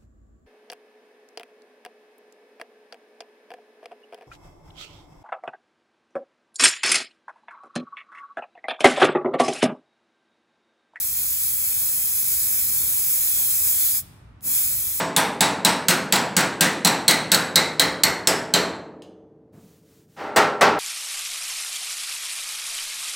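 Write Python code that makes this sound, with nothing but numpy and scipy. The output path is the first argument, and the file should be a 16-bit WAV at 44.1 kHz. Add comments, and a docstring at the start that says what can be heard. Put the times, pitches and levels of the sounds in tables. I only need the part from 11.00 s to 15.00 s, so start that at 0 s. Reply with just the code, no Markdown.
"""A bright hiss: compressed gas jets from a torch tip close to the microphone, in a garage.
The turbulent jet slowly swells, is shut off for a moment, reopens with a tick and a soft puff,
and fades as the pressure runs down.
The room rings on in the pause, over a low rumble and a faint hum."""
import sys
import numpy as np
from scipy import signal
from scipy.fft import rfft, irfft, next_fast_len
from scipy.io import wavfile
from scipy.ndimage import map_coordinates

SR = 44100
rng = np.random.default_rng(int(sys.argv[2]) if len(sys.argv) > 2 else 0)


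def put_to_file(sound):
    """Save the sound as 16-bit audio at rate SR, in the file named by the first command-line argument."""
    columns = np.atleast_2d(sound).T  # one column per channel
    safe = np.clip(columns, -1, 1)
    whole_steps = np.round(safe * 32767)
    wavfile.write(sys.argv[1], SR, whole_steps.astype(np.int16))


N = 176400

# left-right likeness of jet and tick noise: freq_hz, correlation
HISS_CORRELATION = [(400, .3), (900, .1), (1500, .65), (2300, .6), (2550, .25), (2750, 1), (2980, 1),
                    (3400, .35), (4500, .35), (4900, .65), (5600, .35), (6150, .6), (6400, .98),
                    (7150, .98), (7700, .8), (8600, .88), (9000, 1), (9400, 1), (10500, .81), (11350, .98),
                    (12600, .86), (13250, 1), (13800, 1), (14500, .89), (15700, .95)]
# left-right likeness of puffs and rumble: freq_hz, correlation
LOW_CORRELATION = [(60, .97), (160, .95), (350, .7), (700, .25), (3000, .1)]


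def jet(t):
    """Turbulent hiss at the tip: more flow is louder and brighter."""
    # jet strength, valve open: time_s, level_db
    flow = [(0, -21.5), (.3, -21), (.8, -19.8), (1.3, -18.7), (1.5, -18.5), (2.1, -18.1), (2.25, -17.2),
            (2.9, -17.4), (2.99, -18.4), (3.45, -17.6), (3.55, -17.2), (3.68, -19.5), (3.8, -20.2),
            (3.88, -22.2), (4, -23.6)]
    # hiss spectrum: freq_hz, relative_db
    spectrum = [(40, -45), (250, -27), (550, -31), (1000, -25.5), (1600, -23.5), (2000, -21.3),
                (2500, -16.8), (2850, -18.8), (3250, -15), (3600, -16.6), (4300, -14.9), (4700, -17.3),
                (5100, -12), (5700, -12.8), (6200, -11), (7600, -7.4), (8200, -3), (9300, -.4),
                (10600, -4.1), (12100, -.2), (13600, -3), (15200, 1.1), (15800, -2.3)]
    # random shifts of colour: freq_hz, depth_db
    patches = [(1500, .7), (2500, 1.2), (3200, 2.7), (4600, 2.7), (5600, 1.3), (14000, .7)]
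    # phase between the two microphone ports: freq_hz, left_lead_rad
    port_phase = [(100, 0), (1700, 0), (2000, .7), (2450, .6), (2700, 3), (3000, 3.2), (3300, 2.4),
                  (3900, 3.1), (4300, 0), (4600, -1.8), (4900, -.3), (5450, -2.6), (5800, 0), (7400, 0),
                  (8000, -1.65), (9200, -3.14), (11350, -6.28), (13550, -9.42), (15800, -12.57)]
    # balance between the ports: freq_hz, left_minus_right_db
    port_balance = [(300, 0), (1200, 2.2), (2500, .8), (5000, 0), (15000, 0)]
    split_hz, body_growth = 5700, 0.94  # the body swells less than the treble
    sides = np.array([[.5], [-.5]])

    def ports(hz):
        return amp(sides * along(port_balance, hz)) * np.exp(1j * sides * along(port_phase, hz))

    hiss = filtered(stereo_noise(spectrum, HISS_CORRELATION, patches), ports)
    body = filtered(hiss, lambda hz: 1 / (1 + (hz / split_hz) ** 4))
    treble = hiss - body
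    flow_db = np.interp(t, *np.transpose(flow))
    swell_db = flow_db - flow_db.mean()
    swelling_hiss = amp(swell_db) * treble + amp(body_growth * swell_db) * body
    flutter_db = 0.4 * wobble(rate_hz=240)
    waver_db = 0.56 * wobble(rate_hz=16)
    return valve(t) * amp(flow_db.mean() + flutter_db + waver_db) * swelling_hiss


def valve(t):
    """Share of the flow let through: a quick closing, then a rounded opening."""
    shut_s, fall_s = 3.0, .009
    open_s, rise_s, depth_db = 3.412, .023, 46
    closing = .5 - .5 * np.tanh((t - shut_s) / (2 * fall_s))
    opening = amp(-depth_db * np.exp(-np.maximum(t - open_s, 0) / rise_s))
    return np.where(t < open_s, closing, opening)


def valve_tick(t):
    """A tiny crack as the valve leaves its seat."""
    # tick spectrum: freq_hz, relative_db
    spectrum = [(1000, -24), (3500, -5), (8000, 0), (10500, -2), (13000, -22)]
    start_s, level_db, t60_s = 3.408, -50.5, .014
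    age_s = np.maximum(t - start_s, 0)
    envelope = (t > start_s) * amp(level_db) * np.exp(-np.log(1000) * age_s / t60_s)
    return envelope * stereo_noise(spectrum, HISS_CORRELATION)


def air_puffs(t):
    """Soft, low gusts of air; the stronger comes as the jet restarts."""
    # gusts: start_s, level_db
    gusts = [(1.79, -50.5), (3.44, -48)]
    # gust spectrum: freq_hz, relative_db
    spectrum = [(30, -25), (110, 0.5), (280, 0.5), (600, -11.5), (1500, -10.5), (5000, -79)]
    rise_s = 0.044
    envelope = 0
    for start_s, level_db in gusts:
        progress = np.maximum(t - start_s, 0) / rise_s
        envelope += amp(level_db) * progress * np.exp(1 - progress)
    return envelope * stereo_noise(spectrum, LOW_CORRELATION)


def garage_reverb(x):
    """Diffuse reverberation; the treble dies first."""
    # decay time: freq_hz, t60_s
    decay_times = [(500, 1.1), (2000, 1.1), (4000, 0.8), (8000, 0.66), (14000, 0.39)]
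    # reverberation over direct sound: freq_hz, gain_db
    wet_gains = [(500, -19.5), (1800, -13), (2850, -13), (4000, -15.5), (8000, -25), (14000, -24)]
    hz, t, noise = signal.stft(rng.standard_normal((2, SR)), SR, nperseg=256)
    t60_s = along(decay_times, hz)[:, None]
    decay = np.exp(-np.log(1000) * t / t60_s)
    decay /= np.sqrt(SR * np.mean(decay ** 2, axis=1, keepdims=True))  # unit energy per band
    gain = amp(along(wet_gains, hz))[:, None]
    tail = signal.istft(noise * decay * gain, SR, nperseg=256)[1]
    return signal.fftconvolve(x, tail, axes=1)[:, :N]


def background(t):
    """Low rumble that swells and sinks, with a faint, wavering hum."""
    # rumble spectrum: freq_hz, relative_db
    spectrum = [(22, -34), (32, -23), (48, -.5), (80, .5), (120, -.5), (165, -8.3), (300, -14.5),
                (480, -23), (750, -23), (1150, -21.5), (2000, -28), (3000, -34), (6000, -47), (15000, -63)]
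    # rumble strength: time_s, level_db
    levels = [(0, -50.3), (.9, -50), (1.27, -50.5), (1.42, -46.5), (1.55, -49.5), (1.7, -45.5), (2, -49),
              (2.75, -50), (2.92, -46.2), (3.35, -50), (3.68, -47.3), (4, -48.3)]
    hum_hz, hum_db = 88.3, -62.5
    hum = unit_rms(np.sin(2 * np.pi * hum_hz * t + 0.29 * wobble(rate_hz=3.2)))
    rumble_db = np.interp(t, *np.transpose(levels)) + 0.67 * wobble(rate_hz=7.8)
    return amp(rumble_db) * stereo_noise(spectrum, LOW_CORRELATION) + amp(hum_db) * hum


def stereo_noise(spectrum, correlation, patches=None):
    """Shaped noise of rms 1, optionally mottled."""
    def mid_side_gains(hz):
        angle_rad = np.arccos(np.clip(along(correlation, hz), -1, 1)) / 2
        return amp(along(spectrum, hz)) * [np.cos(angle_rad), np.sin(angle_rad)]

    pair = rng.standard_normal((2, N))
    if patches:
        pair = mottled(pair, patches)
    mid, side = filtered(pair, mid_side_gains)
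    return unit_rms(np.array([mid + side, mid - side]))


def mottled(x, patches):
    """Narrow bands swell and sink at random, keeping their mean power."""
    width_hz, life_s = 170, .09
    hz, t, bands = signal.stft(x, SR, nperseg=1024)
    knots = rng.standard_normal((int(hz[-1] / width_hz) + 2, int(t[-1] / life_s) + 2))
    field = map_coordinates(knots, np.meshgrid(hz / width_hz, t / life_s, indexing='ij'))
    gain = amp(along(patches, hz)[:, None] * field)
    gain /= np.sqrt(np.mean(gain ** 2, axis=1, keepdims=True))
    return signal.istft(bands * gain, SR, nperseg=1024)[1][:, :N]


def amp(db):
    """Decibels to gain."""
    return 10 ** (np.asarray(db) / 20)


def unit_rms(x):
    """Scale to rms 1."""
    return x / np.sqrt(np.mean(x ** 2) + 1e-20)


def along(points, hz):
    """Interpolate (freq_hz, value) points on a log axis."""
    freq_hz, values = np.transpose(points)
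    return np.interp(np.log(hz + 1), np.log(freq_hz + 1), values)


def wobble(rate_hz):
    """Smooth random curve, rate_hz knots a second."""
    knots = rng.standard_normal(int(N * rate_hz / SR) + 4)
    return map_coordinates(knots, [np.arange(N) * rate_hz / SR])


def filtered(x, response):
    """Apply the frequency response response(hz)."""
    size = next_fast_len(N + SR // 2)
    hz = np.fft.rfftfreq(size, 1 / SR)
    return irfft(rfft(x, size) * response(hz), size)[..., :N]


def scene():
    """The torch in the garage."""
    t = np.arange(N) / SR
    torch = jet(t) + valve_tick(t) + air_puffs(t)
    return torch + garage_reverb(torch) + background(t)


def record(dry):
    """Steep low-pass at the recorder's band limit."""
    cutoff_hz, edge_hz = 15760, 70
    return filtered(dry, lambda hz: .5 - .5 * np.tanh((hz - cutoff_hz) / edge_hz))


dry = scene()
out = record(dry)
put_to_file(out)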